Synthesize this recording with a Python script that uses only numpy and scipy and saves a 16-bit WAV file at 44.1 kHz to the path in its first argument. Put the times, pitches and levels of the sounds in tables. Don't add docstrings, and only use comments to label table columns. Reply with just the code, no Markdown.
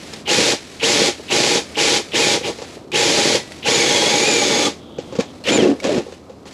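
import sys
import numpy as np
from scipy import signal
from scipy.fft import rfft, irfft, next_fast_len
from scipy.io import wavfile
from scipy.ndimage import uniform_filter1d

SR = 44100
rng = np.random.default_rng(int(sys.argv[2]) if len(sys.argv) > 2 else 0)


def inscribe(sig):
    pcm = np.round(np.clip(np.atleast_2d(sig).T, -1, 1) * 32767)
    wavfile.write(sys.argv[1], SR, pcm.astype(np.int16))


N = 287973
T = np.arange(N) / SR


def amp(db):
    return 10 ** (np.asarray(db) / 20)


def unit(x):
    return x / np.sqrt(np.mean(x ** 2) + 1e-20)


def add(mix, s, sound):
    part = mix[max(round(s * SR), 0):][:len(sound)]
    part += sound[:len(part)]


def swell(start, end, rise, fall):
    return (1 - np.exp(-(np.maximum(T - start, 0) / rise) ** 2)) * np.exp(-np.maximum(T - end, 0) / fall)


def wander(hz):
    size = next_fast_len(N, real=True)
    rolloff = 1 + (np.fft.rfftfreq(size, 1 / SR) / hz) ** 4
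    return unit(irfft(rfft(rng.standard_normal(size)) / rolloff, size)[:N])


def colour(x, points, size=4096):
    hz, db = np.transpose(points)
    outline = np.interp(np.log(abs(np.fft.fftfreq(size, 1 / SR)) + 1), np.log(hz + 1), db)
    response = np.exp(np.conj(signal.hilbert(np.log(amp(outline) + 1e-5))))
    return signal.oaconvolve(x, np.fft.ifft(response).real[:size // 2])[:len(x)]


def resonate(x, hz, width):
    turn = np.exp(2j * np.pi * np.cumsum(hz * np.ones(len(x))) / SR)
    pole = np.exp(-np.pi * width / SR)
    return 2 * (turn * signal.lfilter([1 - pole], [1, -pole], x / turn)).real


def grains(per_s, spread_db):
    size = amp(spread_db * np.minimum(rng.exponential(1, N), 4))
    return size * rng.choice([-1., 1.], N) * (rng.random(N) < per_s / SR)


def steady(x, seconds):
    power = uniform_filter1d(uniform_filter1d(x ** 2, int(seconds * SR)), int(seconds * SR))
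    return x / np.sqrt(abs(power) + 1e-12)


def hum(hz=80, db=-52.5):
    pitch_hz = hz * (1 + 0.032 * wander(10.5))
    return amp(db + 2.3 * wander(3.0)) * unit(np.sin(2 * np.pi * np.cumsum(pitch_hz) / SR))


# (frequency [Hz], level [dB])
RUSTLE_SPECTRUM = [(650, -1.5), (1100, -5), (2000, 0.5), (3300, -1), (4200, 0), (7200, -6.5), (9700, -9.5),
                   (12000, -23), (15000, -35)]

def hiss(db=-73):
    return amp(db) * np.array([unit(colour(rng.standard_normal(N), RUSTLE_SPECTRUM)) for side in "LR"])


# (start [s], end [s], level [dB])
RUB_SPELLS = [(-0.03, 0.19, -40), (0.55, 2.75, -42), (3.38, 3.6, -43), (4.651, 4.78, -52), (5.0, 5.4, -53),
              (5.7, 6.14, -49.5), (6.448, 6.66, -45.5)]

def rubbing(floor_db=-56.5):
    rustle = steady(colour(grains(7000, 1.1) * amp(1.4 * wander(50)), RUSTLE_SPECTRUM), 0.035)
    spells = sum(amp(db) * swell(start, end, 0.018, 0.036) for start, end, db in RUB_SPELLS)
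    return (amp(floor_db) + spells) * rustle


# (frequency [Hz], level [dB])
LAP_SPECTRUM = [(25, -22), (70, -6.5), (130, -2.5), (260, 2), (400, -0.5), (620, -6), (850, -12),
                (1300, -16), (2200, -47)]

def lapping(db=-39, drift_db=0.86, calm_db=-2.5):
    laps = steady(colour(grains(2000, 1.4), LAP_SPECTRUM), 0.034)
    auger_out = T > AUGER_HEAVES[-1][1]
    return amp(db + drift_db * wander(1.6) + calm_db * auger_out) * laps


def shifting_rasp(hz=3300, width=800, db=-51):
    friction = unit(resonate(resonate(grains(3400, 2.3), hz, width), hz, width))
    return amp(db + 1.2 * wander(23)) * swell(4.78, 5.31, 0.013, 0.017) * friction


# (time [s], level [dB], ring pitch [Hz], ring t60 [s])
FITTING_CLICKS = [(0.136, -21.5, 5220, 0.015), (2.918, -24, 2420, .03), (3.4, -36.5, 1952, 0.32),
                  (3.52, -25.5, 1940, 0.012), (5.207, -19.5, 2370, .03), (5.439, -27, 4300, .03),
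                  (5.801, -24.5, 2260, 0.044)]

def clicks(snap_t60=0.034, snap_db=-4):
    out, t = np.zeros(N), T[:SR // 4]
    for s, db, hz, t60 in FITTING_CLICKS:
        noise = unit(colour(rng.standard_normal(len(t)), RUSTLE_SPECTRUM))
        snap = amp(snap_db - 60 * t / snap_t60) * noise
        ring = amp(-60 * t / t60) * np.sin(2 * np.pi * hz * t)
        add(out, s, amp(db) * (ring + snap))
    return out


# (time [s], first pitch [Hz], last pitch [Hz], level [dB], length [s])
AIR_POCKETS = [(5.611, 383.6, 352, -10, 0.087), (5.639, 308, 272, -14.5, 0.108),
               (5.863, 553, 668, -20, 0.087), (5.935, 380, 336, -17.5, 0.081)]

def glugs():
    out = np.zeros(N)
    for s, first_hz, last_hz, db, length in AIR_POCKETS:
        hz = np.linspace(first_hz, last_hz, int(length * SR))
        arch = np.sin(np.linspace(0, np.pi, len(hz)))
        add(out, s, amp(db) * arch * np.sin(2 * np.pi * np.cumsum(hz) / SR))
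    return out * amp(3.2 * wander(51))


# (frequency [Hz], level [dB])
CHURN_SPECTRUM = [(29, -68), (50, -35), (241, -6), (290, 0), (600, -10.5), (658, -8), (856, -22),
                  (1450, -32), (2000, -31), (2600, -63), (4400, -120)]
SPRAY_SPECTRUM = [(600, -18), (1100, -6), (1700, -2.5), (2700, -0.5), (3800, -3.5), (7000, -10.5),
                  (10500, -21), (12000, -34), (15000, -60)]
# (start [s], end [s], rise [s], surge level [dB], spray level [dB],
# spray slope [dB/s], first gurgle pitch [Hz], last gurgle pitch [Hz])
AUGER_HEAVES = [(5.437, 5.71, 0.052, -12, -13.5, -77, 450, 286),
                (5.815, 5.983, .02, -16, -28, -16, 555, 328)]

def heaves(churn_db=-4, gurgle_db=-7, settle_s=0.026):
    surge, splash, gurgle_hz = np.zeros((3, N))
    for start, end, rise, surge_db, spray_db, spray_slope, first_hz, last_hz in AUGER_HEAVES:
        heave = swell(start, end, rise, settle_s)
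        surge += amp(surge_db) * heave
        splash += amp(spray_db + spray_slope * np.clip(T - start, 0, end - start)) * heave
        gurgle_hz = np.where(T >= start, np.interp(T, [start, end], [first_hz, last_hz]), gurgle_hz)
    churn = steady(colour(grains(900, 4.2), CHURN_SPECTRUM), 0.019)
    gurgle = steady(resonate(resonate(grains(400, 3.2), gurgle_hz, 110), gurgle_hz, 140), 0.014)
    spray = steady(colour(grains(4000, 1.3) * amp(2.0 * wander(110)), SPRAY_SPECTRUM), 0.043)
    return surge * (amp(churn_db) * churn + amp(gurgle_db) * gurgle) + splash * spray


# (frequency [Hz], level [dB], t60 [s])
THUD_MODES = [(189, -3.5, 0.06), (279, -6, 0.089), (318, 2, 0.037), (363.3, 1.5, 0.066), (464.4, 5, 0.061),
              (570, -1.5, 0.072), (833, -16.5, 0.16), (1054, -15.5, 0.03)]
# (frequency [Hz], level [dB])
CLATTER_SPECTRUM = [(400, -14), (700, 3), (1400, -4), (2400, -3), (3200, -5), (6800, -8.5), (10000, -28),
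                    (12000, -39), (15000, -63)]
# (time [s], thud level [dB], relative clatter level [dB])
FRAME_KNOCKS = [(0.132, -32.5, -35), (0.382, -6.5, -33), (1.016, -5, -32), (1.195, -24, -46),
                (1.554, -11, -34), (2.408, -19.5, -35), (2.585, -25, -32), (2.618, -20.5, -30.5),
                (2.769, -25.5, -52), (3.183, -13, -17), (3.27, -10.5, -24), (3.344, -11, -27),
                (4.984, -14, -31.5), (5.124, -19, -35), (5.152, -19.5, -31), (5.187, -4, -28.5),
                (5.198, -14, -25.5), (5.583, -7, -35), (5.622, -4.5, -24), (5.651, -14, -36),
                (5.841, -19, -20), (5.977, -8.5, -28), (6.062, -23.5, -58), (6.081, -26, -58),
                (6.122, -26, -38), (6.295, -27, -44.5), (6.455, -31, -39)]

def knocks(clatter_trim_db=-2, rise_s=0.00092, clatter_t60=0.17, hard_db=-15, deepen=0.5):
    thuds, shaking, t = np.zeros(N), np.zeros(N), T[:SR // 3]
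    rattle = steady(colour(grains(5000, 3.9), CLATTER_SPECTRUM), 0.016)
    hz, db, t60 = np.transpose(THUD_MODES)[:, :, None]
    attack = 1 - np.exp(-(t / rise_s) ** 2)
    for s, thud_db, clatter_db in FRAME_KNOCKS:
        grip = 1 + 0.052 * rng.standard_normal(hz.shape)
        tilt_db = deepen * (hard_db - thud_db) * np.log2(hz / hz[0])
        modes = amp(db + tilt_db - 60 * t / t60) * np.sin(2 * np.pi * hz * grip * t)
        ring = (modes[::2].sum(0) - modes[1::2].sum(0)) * attack
        add(thuds, s, amp(thud_db) * ring / abs(ring).max())
        add(shaking, s, amp(clatter_db - 60 * t / clatter_t60))
    return thuds + amp(clatter_trim_db) * shaking * rattle


# (frequency [Hz], level [dB])
SCRAPE_SPECTRUM = [(650, -47), (1100, -15.5), (1340, -10.5), (2360, -1.5), (2700, -5), (3390, -2.5),
                   (4000, -3), (4360, -2.5), (6050, -6.5), (6680, -6), (8970, -16), (9900, -15),
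                   (12100, -34), (13600, -36), (15000, -63)]
RUMBLE_SPECTRUM = [(30, -45), (90, -15.5), (150, -7), (250, -9), (310, -3.5), (400, -2.5), (520, -7),
                   (720, -10.5), (1000, -13.5), (1300, -23), (2500, -50)]
# (frequency [Hz], width [Hz], level over the rumble [dB])
FRAME_MODES = [(310, 7.9, -12), (354.4, 41, 4), (466, 36, 4.5), (582, 61, 3), (826, 17.6, 10.5),
               (934, 21, 5), (1176, 25, -2)]
# (pressed [s], run-up [s], released [s], whine overhang [s],
# relative whine level [dB], squeak level [dB], scrape level [dB], rumble level [dB])
TRIGGER_PULLS = [(0.252, 0.272, 0.52, 0.0067, -35, -19.5, -16, -20.5),
                 (0.795, 0.815, 1.079, 0.027, -34, -19, -16, -20),
                 (1.278, 1.296, 1.572, 0, -36, -19.5, -16.5, -19.5),
                 (1.744, 1.765, 1.971, 0.017, -34, -19, -16, -20.5),
                 (2.112, 2.132, 2.351, 0.016, -29, -23, -16.5, -20),
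                 (2.424, 2.435, 2.487, 0.0084, -50, -39, -26, -23),
                 (2.916, 2.929, 3.36, 0.017, -32, -18, -16.5, -19.5),
                 (3.623, 3.645, 4.668, 0, -23, -29, -17, -19.5),
                 (5.438, 5.462, 5.548, 0.098, -26.5, -22.5, -28.5, -25.5)]

def blades(muffle_db_per_s=-2.5, drag_db_per_s=0.5, groan_hz=285, squeal_hz=1200, damping=0.82):
    scrape, rumble, packed = np.zeros((3, N))
    for pressed, start, released, *_, scrape_db, rumble_db in TRIGGER_PULLS:
        cut_s = np.clip(T - start, 0, released - start)
        packed = np.where(T >= pressed, cut_s, packed)
        scrape += amp(scrape_db + muffle_db_per_s * cut_s) * swell(start - .006, released, .029, .029)
        shaking = swell(start - .008, released + .018, .017, .017)
        rumble += amp(rumble_db + drag_db_per_s * cut_s) * shaking
    catch = wander(143)
    chips = colour(grains(9000, 1.5) * amp(0.55 * catch), SCRAPE_SPECTRUM)
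    jolts = colour(grains(1500, 2.17) * amp(catch + wander(22.0)), RUMBLE_SPECTRUM)
    frame = jolts + sum(amp(db) * resonate(jolts, hz, width) for hz, width, db in FRAME_MODES)
    frame += amp(7) * packed ** 2 * resonate(jolts, groan_hz, 43.4)
    frame += amp(15) * packed ** 4 * resonate(jolts, squeal_hz, 45.6)
    deep_shaking = signal.lfilter(*signal.butter(1, 220, fs=SR), jolts)
    frame -= damping * packed * deep_shaking
    return scrape * steady(chips, 0.052) + rumble * steady(frame, 0.067)


# (time [s], fastest gear mesh [Hz])
LONG_CUT_SPEED = [(3.7, 6740), (3.76, 7160), (3.8, 6584), (4.01, 6180), (4.2, 6750), (4.28, 7200),
                  (4.44, 6620), (4.66, 6520)]

def motor_speed(free_hz=7550, loaded_hz=6510, run_up_s=.021, bite_after_s=.075, sag_s=.07, coast_s=.25):
    mesh_hz = np.zeros(N)
    times, wavering_hz = np.transpose(LONG_CUT_SPEED)
    for pressed, start, released, *_ in TRIGGER_PULLS:
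        age, coasting = np.maximum(T - start, 0), np.maximum(T - released, 0)
        bite = 1 - np.exp(-np.maximum(age - coasting - bite_after_s, 0) / sag_s)
        allowed_hz = free_hz + (loaded_hz - free_hz) * bite
        if start < times.mean() < released:
            allowed_hz = np.interp(T, times, wavering_hz)
        spin = (1 - np.exp(-age / run_up_s)) * np.exp(-coasting / coast_s)
        mesh_hz = np.where(T >= pressed, allowed_hz * spin, mesh_hz)
    return mesh_hz


# (frequency [multiple of the fastest mesh], level [dB])
GEAR_TONES = [(0.342, -1), (.53, -2), (1, -2.5)]
# (frequency [Hz], level [dB])
CASE_RESPONSE = [(1800, 0.5), (2200, -5), (2420, 3), (2800, 3), (3310, 5.5), (3550, -4.5), (4000, -9),
                 (6300, -5.5), (7200, 3.5)]

def drill(flutter=0.00702, waver=0.00699, roughness=0.25, gears_db=1.25, buzz_db=-31, full_speed_hz=7550):
    running, squeaking, buzzing = np.zeros((3, N))
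    for pressed, start, released, overhang, whine_db, squeak_db, *_ in TRIGGER_PULLS:
        running += amp(whine_db) * swell(start, released + overhang, 0.02, 0.0089)
        squeaking += amp(squeak_db) * np.exp(-((T - start - 0.028) / 0.012) ** 2)
        buzzing += np.interp(T - pressed, [0, .008, .04, .07], [0, 1.05, 2.0, 0])
    mesh_hz = motor_speed() * (1 + flutter * wander(67.0) + waver * wander(20.8))
    cycles = np.cumsum(mesh_hz) / SR
    tones = [np.sin(2 * np.pi * multiple * cycles) for multiple, db in GEAR_TONES]
    gears = 0
    for (multiple, db), tone in zip(GEAR_TONES, tones):
        case_db = np.interp(multiple * mesh_hz, *np.transpose(CASE_RESPONSE))
        tooth_play = amp(3.5 * wander(61)) * (1 + roughness * wander(340))
        gears += amp(db + case_db) * tooth_play * tone
    whine = amp(gears_db) * running * (mesh_hz / full_speed_hz) ** 1.3 * gears
    windings = unit(resonate(resonate(grains(3000, 2.5), 2680, 1150), 2840, 1300))
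    squeak = squeaking * unit(tones[1] * (1 + roughness * wander(500)))
    return whine + squeak + amp(buzz_db) * buzzing * windings


def shelter(x, t60, wet_db):
    t = T[:SR // 4]
    taps = rng.choice([-1., 1.], len(t)) * (rng.random(len(t)) < 2000 / SR)
    taps *= (t > .003) * amp(-60 * t / t60)
    reflections = signal.oaconvolve(x, taps / np.linalg.norm(taps))[:N]
    return (x + amp(wet_db) * reflections) / np.sqrt(1 + amp(wet_db) ** 2)


# (frequency [Hz], side level against the middle [dB])
PORT_DIFFERENCE = [(5000, -55.5), (9000, -38), (11000, -20), (12000, -2), (15000, -1)]

def microphone_ports(x):
    t = T[:SR // 50]
    scatter = rng.standard_normal(len(t)) * np.exp(-t / .008)
    side = colour(signal.oaconvolve(x, scatter / np.linalg.norm(scatter))[:N], PORT_DIFFERENCE)
    return np.array([x + side, x - side])


def scene():
    auger = blades() + heaves() + glugs() + knocks() + clicks() + shifting_rasp()
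    foreground = shelter(drill(), t60=0.049, wet_db=-12.5) + shelter(auger, t60=0.062, wet_db=-10.5)
    background = lapping() + rubbing() + hum()
    return microphone_ports(foreground + background) + hiss()


def record(dry, notch_hz=9130, bass_cut_hz=42., ceiling=0.71, top_hz=15050):
    x = signal.lfilter(*signal.iirnotch(notch_hz, 11., SR), dry)
    x = signal.lfilter(*signal.butter(2, bass_cut_hz, "highpass", fs=SR), x)
    x = x / (1 + (x / ceiling) ** 6) ** (1 / 6)
    band_limit = signal.firwin(511, top_hz, window=("kaiser", 9), fs=SR)
    return signal.oaconvolve(x, band_limit[None], "same")


dry = scene()
out = record(dry)
inscribe(out)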